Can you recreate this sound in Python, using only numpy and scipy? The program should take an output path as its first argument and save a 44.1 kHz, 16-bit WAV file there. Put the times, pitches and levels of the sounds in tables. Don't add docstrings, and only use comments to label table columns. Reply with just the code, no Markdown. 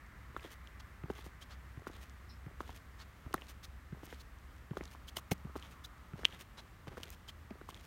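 import sys
import numpy as np
from scipy import signal
from scipy.fft import rfft, irfft, next_fast_len
from scipy.io import wavfile

SR = 44100
rng = np.random.default_rng(int(sys.argv[2]) if len(sys.argv) > 2 else 0)


def pcm_store(signal):
    levels = np.round(np.clip(np.atleast_2d(signal), -1, 1) * 32767)
    wavfile.write(sys.argv[1], SR, levels.astype(np.int16).T)


N = 346626

# f/Hz, relative level/dB
AIR_SPECTRUM = [(15, -62), (28, -24.5), (42, -1.5), (80, -2), (125, -10.5), (200, -14.5), (450, -24.5),
                (760, -24.5), (1400, -25.5), (1900, -30), (2700, -31), (5000, -39), (9400, -42.5),
                (10400, -45.5), (12000, -42), (16000, -44.5)]
SCUFF_SPECTRUM = [(100, 8), (400, 5.5), (900, 2.5), (1700, 1.5), (3000, -0.5), (4500, -7.5), (6500, -8.5),
                  (8000, -15.5), (9400, -11.5), (10500, -20), (12000, -14), (14300, -17), (16000, -21)]
CRUNCH_SPECTRUM = [(800, -30), (2000, 4), (2700, -4), (3300, 4.5), (4000, -4), (5500, -33), (9000, -39),
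                   (16000, -32.5)]
DENIM_SPECTRUM = [(300, -27), (1500, -3.5), (2500, -4), (3400, 3), (4600, 2.5), (6300, 3), (8000, -1.5),
                  (10500, -2), (13500, -1), (16000, 1)]
# nearest t/s, time to fall 3 dB/s (sign immaterial), low roar/dB, upper roar/dB
CARS = [(0, 1.55, -67.5, -65), (3.1, -4.4, -74.5, -71), (5.7, -0.37, -64, -72), (7.598, 0.2, -71.5, -72.5)]
# start t/s, end t/s, start f/Hz, end f/Hz, level/dB
ENGINES = [(-.3, 6.5, 61.7, 68.25, -57), (6.5, 8, 81.85, 79.4, -60)]
# f/Hz, relative level/dB, T60/s
HEEL_MODES = [(122.2, 5.5, 0.033), (215.7, -6.5, 0.035), (344.1, -10.5, 0.021), (766, -13, 0.003),
              (1345, -16.5, 0.012), (2500, -18, 0.0034)]
SOLE_MODES = [(181, -7.5, 0.023), (338, -3, 0.016), (424, -0.5, 0.0076), (673, -13, 0.019),
              (1096, 9.5, 0.0057), (1222, -2, 0.012), (1730, -2.5, 0.0057), (3450, -9, 0.0039)]
GRIT_MODES = [(2160, -35, 0.00092), (2800, -5.5, 0.002), (3090, 3, 0.00308), (5560, -6.5, 0.00069),
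              (8140, -23, 0.0016), (12800, -28, 0.0007)]
# t/s, peak level/dB, upper-mode gain/dB, frequency ratio
HEEL_STRIKES = [(.298, -50.5, 1, 0.75), (1.036, -34, 7.5, 0.803), (1.772, -38, 7, 0.75),
                (2.463, -37, 5.5, 0.81), (3.261, -36.5, 7.5, 0.67), (3.924, -33.5, 2, 0.95),
                (4.709, -30.5, 4, 0.92), (5.448, -34, 3, 0.92), (6.134, -35, 7, 0.84), (6.875, -41, 2, 0.8),
                (7.507, -37, 7, 1.48)]
SOLE_ROCKS = [(.447, -39, -14, 1.06), (.456, -43.5, -14, 0.96), (1.189, -42.5, -7, 0.79),
              (1.263, -42.5, -18, 1), (1.898, -42.5, -19, 0.94), (2.6927, -38, -1.5, 0.74),
              (3.339, -30, -3, 0.96), (3.379, -40, -6, 1.63), (3.420, -42.5, -10, 0.9),
              (4.1259, -35, -9.5, 1.43), (4.808, -36.5, -21, 1.01), (4.833, -46, 0, .9),
              (4.949, -41, -2.5, 0.886), (5.186, -39.5, 7, 0.94), (5.555, -34.5, -7.5, 0.84),
              (6.191, -41.5, -16, 1.19), (6.233, -35.5, -11, 1.3), (6.871, -40, -9.5, .83),
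              (6.977, -37.5, -17, 1.42), (7.0, -44, -18, 0.93), (7.505, -45, -11, 1.88),
              (7.613, -40, -9.5, 1.1)]
GRIT_SNAPS = [(.396, -43, -3, 0.83), (.673, -43, 7, 1.03), (1.103, -47, -3, 0.91), (2.097, -47.5, 21, 1.1),
              (3.329, -40, 14.5, 0.94), (3.342, -36.5, -20, 3.02), (3.42, -38.5, -6, 0.92),
              (4.773, -43.5, 17, 1.08), (4.810, -36, -8, .64), (4.838, -41, 24.5, 1.04),
              (4.855, -41, 20, 1.1), (4.878, -48, 6, 1.27), (5.170, -29.5, 22, 1.2),
              (5.316, -26.5, -4, 0.73), (5.6255, -39, 1.5, 0.99), (6.2474, -28.5, 2, 1), (6.2523, -8, 1, 1),
              (6.326, -42.5, -9, .97), (7.033, -30.5, 11, 0.96), (7.7092, -44.5, 7, 0.99),
              (7.7447, -39.5, 7, 1.15)]
# the four impact columns, skid/dB, roll/dB, roll tilt/(dB per octave), push-off/dB
SOLE_LANDINGS = [(0.3644, -27.5, 0, 1.02, -61.5, -59, 0.5, -55.5),
                 (1.1001, -28, -18.5, 1.18, -60.5, -60, 2, -58),
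                 (1.8687, -29.5, -5.5, 1.08, -56, -63.5, -10, -58),
                 (2.605, -26.5, -4, 0.99, -60, -64.5, .5, -57),
                 (3.3418, -18.5, -2.5, 1.003, -60, -75, 2, -54.5),
                 (4.032, -39.5, -18, 0.91, -63, -62, 2, -71),
                 (4.7697, -27, -8.5, 1.06, -58.5, -64, -9, -60),
                 (5.560, -31.5, -16, 1.08, -56.5, -60.5, 0, -61.5),
                 (6.250, -30, 5, 1.1, -58, -58.5, -0.5, -53),
                 (6.9706, -37, -3, 1.13, -58.5, -62.5, -2, -57.5),
                 (7.6887, -35, 1.5, 0.84, -53, -65, -11.5, -62)]
# centre t/s, level/dB, duration/s, tilt/(dB per octave), squeak level/dB, squeak f/Hz
JEANS_BRUSHES = [(0.804, -52.5, .018, -8, -71, 3160), (1.425, -56, .037, -5, -52, 3180),
                 (1.523, -56.5, 0.061, -9, -63, 4300), (3.012, -56, 0.062, -8, -58, 4360),
                 (3.644, -52.5, 0.037, -4.5, -54, 3800), (4.208, -59.5, .035, -4, -57, 4300),
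                 (5.087, -54, 0.0336, -3.5, -49, 3190), (5.85, -53.5, .029, -3.5, -45, 3740),
                 (6.591, -51.5, .042, -8.5, -51.5, 4000), (7.292, -52, 0.035, -6.5, -47, 3150)]
# t/s, level/dB, f/Hz, width/Hz, T60/s
CHIP_BANDS = [(2.291, -57.5, 5250, 650, 0.19), (2.297, -60, 4080, 700, .14)]
# centre t/s, level/dB, duration/s, tilt/(dB per octave)
SLIDES = [(3.342, -39, .005, 4), (4.055, -57.5, .022, 6.5), (6.205, -57, 0.1, -0.5),
          (6.254, -44.5, .016, -0.5), (6.882, -51, 0.029, -2), (6.932, -53, .058, -4),
          (7.036, -48, 0.014, 3), (7.075, -59.5, .06, -5), (7.104, -47, .0048, 8)]
# t/s, bite level/dB, bite duration/s, drag level/dB,
# drag duration/s, drag tilt/(dB per octave), sole knock/dB, sole frequency ratio, heel knock/dB
CATCHES = [(5.1698, -38.5, .009, -49, .046, 4, -40.5, 1.96, -53),
           (5.317, -37, 0.014, -45.5, .026, 7, -27.5, 1.216, -25)]
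# centre t/s after the sole lands, duration/s
SKID, ROLL, PUSH_OFF = (.008, .029), (.087, .09), (.16, .048)


def amp(db):
    return 10 ** (np.asarray(db) / 20)


def unit(x):
    return x / np.sqrt(np.mean(x ** 2) + 1e-20)


def level_at(spectrum, hz):
    f, db = np.transpose(spectrum)
    return np.interp(np.log(hz + 1), np.log(f + 1), db)


def add(mix, s, sound):
    part = mix[max(round(s * SR), 0):][:len(sound)]
    part += sound[:len(part)]


def colour(x, gain):
    size = next_fast_len(len(x) + 512)
    return unit(irfft(rfft(x, size) * gain(np.fft.rfftfreq(size, 1 / SR)), size)[:len(x)])


def band(size, hz, width_hz):
    return colour(rng.standard_normal(size), lambda f: np.exp(-2 * ((f - hz) / width_hz) ** 2))


def drift(rate_hz, size=N):
    return colour(rng.standard_normal(size), lambda f: np.exp(-(f / rate_hz) ** 2))


def open_air():
    air = colour(rng.standard_normal(N), lambda f: amp(level_at(AIR_SPECTRUM, f)))
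    air *= amp(-56.5 + .42 * drift(4.7))
    rumble = amp(-68.5 + 3.4 * drift(7)) * band(N, 48, 40)
    return air + rumble


def far_tyres():
    t = np.arange(N) / SR
    nearest_s, passing_s, low_db, upper_db = np.transpose(CARS)[:, :, None]
    nearness = 1 / np.hypot(1, (t - nearest_s) / passing_s)
    low, upper = (np.linalg.norm(amp(db) * nearness, axis=0) for db in (low_db, upper_db))
    return low * band(N, 1197, 380) + upper * band(N, 1810, 750)


def far_engines(fade_s=.57, waver_hz=.49):
    out, t = np.zeros(N), np.arange(N) / SR
    for start, end, first_hz, last_hz, db in ENGINES:
        hz = np.interp(t, [start, end], [first_hz, last_hz]) + waver_hz * drift(1.63)
        fade = np.clip(np.minimum(t - start, end - t) / fade_s, 0, 1)
        out += fade * amp(db + 1.7 * drift(4.1)) * unit(np.sin(2 * np.pi * np.cumsum(hz) / SR))
    return out


def impacts(rows, modes, split_hz, rise, rough, sag=0):
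    out = np.zeros(N)
    hz, db, t60 = np.transpose(modes)[:, :, None]
    t = np.arange(int(1.7 * t60.max() * SR)) / SR
    swell = (1 - np.exp(-t / (rise * t60))) ** 2
    cycles = np.cumsum(hz * (1 + sag * (1 - swell)), axis=1) / SR
    for s, peak_db, upper_db, ratio in rows:
        gain = amp(db + upper_db * (hz > split_hz) - 60 * t / t60) * (hz * ratio < SR / 2)
        ring = (gain * swell * np.sin(2 * np.pi * ratio * cycles)).sum(0)
        chatter = np.resize(rng.standard_normal(4096), len(t)) * np.exp(-4 * t / np.median(t60))
        contact = rough * unit(chatter) / np.sqrt(len(t))
        contact[0] = 1
        ring = signal.fftconvolve(ring, contact)[:len(t)]
        add(out, s, amp(peak_db) * ring / abs(ring).max())
    return out


def shoe_knocks():
    heels, soles = list(HEEL_STRIKES), [row[:4] for row in SOLE_LANDINGS + SOLE_ROCKS]
    for s, db, _, ratio in HEEL_STRIKES:
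        soles.append((s + .011 + .014 * rng.random(), db - 12.5, -6, ratio * .83))
    soles += [(s + .047, -48.5, -14, 1.2) for s, *_ in HEEL_STRIKES]
    for s, _, _, ratio, *_ in SOLE_LANDINGS:
        soles.append((s + .02 + .04 * rng.random(), -50.5, -9, ratio))
    for s, *_, sole_db, ratio, heel_db in CATCHES:
        heels += [(s - .004, heel_db - 5, -13, .745), (s, heel_db, 10, 1.36)]
        soles.append((s - .0015, sole_db, -36, ratio))
    thumps = impacts(heels, HEEL_MODES, split_hz=280, rise=.16, rough=.23, sag=.57)
    clacks = impacts(soles, SOLE_MODES, split_hz=850, rise=.23, rough=.27, sag=.075)
    return thumps + clacks


def friction(rows, spectrum, slips_per_s, spread_db, hiss):
    out = np.zeros(N)
    for s, db, length, tilt_db in rows:
        size = max(int(length * SR), 64)
        slips = (rng.random(size) < slips_per_s / SR) * rng.choice([-1, 1], size)
        strength = amp(spread_db * np.minimum(rng.exponential(1, size), 4))
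        drive = unit(slips * strength) + hiss * rng.standard_normal(size)
        rub = colour(
            drive, lambda f: amp(level_at(spectrum, f) + tilt_db * np.log2(np.maximum(f, 500) / 3000)))
        add(out, s - length / 2, amp(db) * rub * np.sin(np.linspace(0, np.pi, size)))
    return out


def stroke(landing_s, phase, db, tilt_db=2.5):
    lag_s, length = phase
    return landing_s + lag_s, db, length, tilt_db


def scuffs():
    rolls, scrapes = [], list(SLIDES)
    for s, *_, skid_db, roll_db, roll_tilt_db, push_db in SOLE_LANDINGS:
        rolls.append(stroke(s, ROLL, roll_db, roll_tilt_db))
        scrapes += [stroke(s, SKID, skid_db), stroke(s, PUSH_OFF, push_db)]
    grind = friction(scrapes + rolls, SCUFF_SPECTRUM, slips_per_s=1500, spread_db=3, hiss=.38)
    presses = [(s, db - 2, length, 0) for s, db, length, _ in rolls]
    crunch = friction(presses, CRUNCH_SPECTRUM, slips_per_s=290, spread_db=1, hiss=.17)
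    grazes = [(s, -65.5, length + .2, 1) for s, _, length, _ in rolls]
    touch = friction(grazes, SCUFF_SPECTRUM, slips_per_s=400, spread_db=7, hiss=1)
    return grind + crunch + touch


def grit(small_per_step=3, stray_count=16):
    small = [(s + .15 * late, -56 + 9 * big, 14, .9 + .7 * pitch)
             for s, *_ in SOLE_LANDINGS for late, big, pitch in rng.random((small_per_step, 3))]
    strays = [(when * N / SR, -58 + 4 * big, 19, .95 + .3 * pitch)
              for when, big, pitch in rng.random((stray_count, 3))]
    return impacts(GRIT_SNAPS + small + strays, GRIT_MODES, split_hz=4200, rise=.26, rough=.15)


def jeans():
    brushes = [row[:4] for row in JEANS_BRUSHES]
    return friction(brushes, DENIM_SPECTRUM, slips_per_s=3500, spread_db=5.5, hiss=.97)


def squeaks(singing_share=.67):
    out = np.zeros(N)
    ribs = [(s, db, singing_share * length, hz) for s, _, length, _, db, hz in JEANS_BRUSHES]
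    sole_edge = (CATCHES[0][0], -33, .009, 3010)
    for s, db, length, hz in ribs + [sole_edge]:
        progress = np.linspace(-.5, .5, int(length * SR))
        wobble = drift(700, len(progress))
        cycles = np.cumsum(hz * (1 + .143 * progress + .036 * wobble)) / SR
        add(out, s - length / 2, amp(db) * np.cos(np.pi * progress) ** 2 * np.sin(2 * np.pi * cycles))
    return out


def bird():
    out, t = np.zeros(N), np.arange(SR // 4) / SR
    for s, db, hz, width_hz, t60 in CHIP_BANDS:
        envelope = amp(db - 60 * t / t60) * (1 - np.exp(-t / .0055))
        add(out, s, envelope * band(len(t), hz, width_hz))
    return out


def catch_rasps(bite_tilt_db=4, drag_lag_s=.0086):
    strokes = []
    for s, bite_db, bite_s, drag_db, drag_s, drag_tilt_db, *_ in CATCHES:
        strokes += [(s, bite_db, bite_s, bite_tilt_db), (s + drag_lag_s, drag_db, drag_s, drag_tilt_db)]
    return friction(strokes, SCUFF_SPECTRUM, slips_per_s=5400, spread_db=3.5, hiss=.66)


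def verge_echo(x, wet_db, t60):
    t = np.arange(SR // 2) / SR
    scatter = colour(rng.standard_normal(len(t)), lambda f: 1 / (1 + (f / 3000) ** 2))
    tail = scatter * amp(-60 * t / t60) * (1 - np.exp(-t / .005))
    return amp(wet_db) * signal.fftconvolve(x, tail / np.linalg.norm(tail))[:N]


def scene():
    background = open_air() + far_tyres() + far_engines()
    walker = shoe_knocks() + scuffs() + grit() + jeans() + squeaks() + catch_rasps()
    return (background + walker + verge_echo(walker, wet_db=-31.5, t60=.12) + bird())[None]


def record(dry):
    low_hz, high_hz = 28, 15950
    thinned = signal.sosfilt(signal.butter(2, low_hz, "highpass", fs=SR, output="sos"), dry)
    lowpass = signal.firwin(511, high_hz, window=("kaiser", 9), fs=SR)
    return signal.oaconvolve(thinned, lowpass[None], "same")


dry = scene()
out = record(dry)
pcm_store(out)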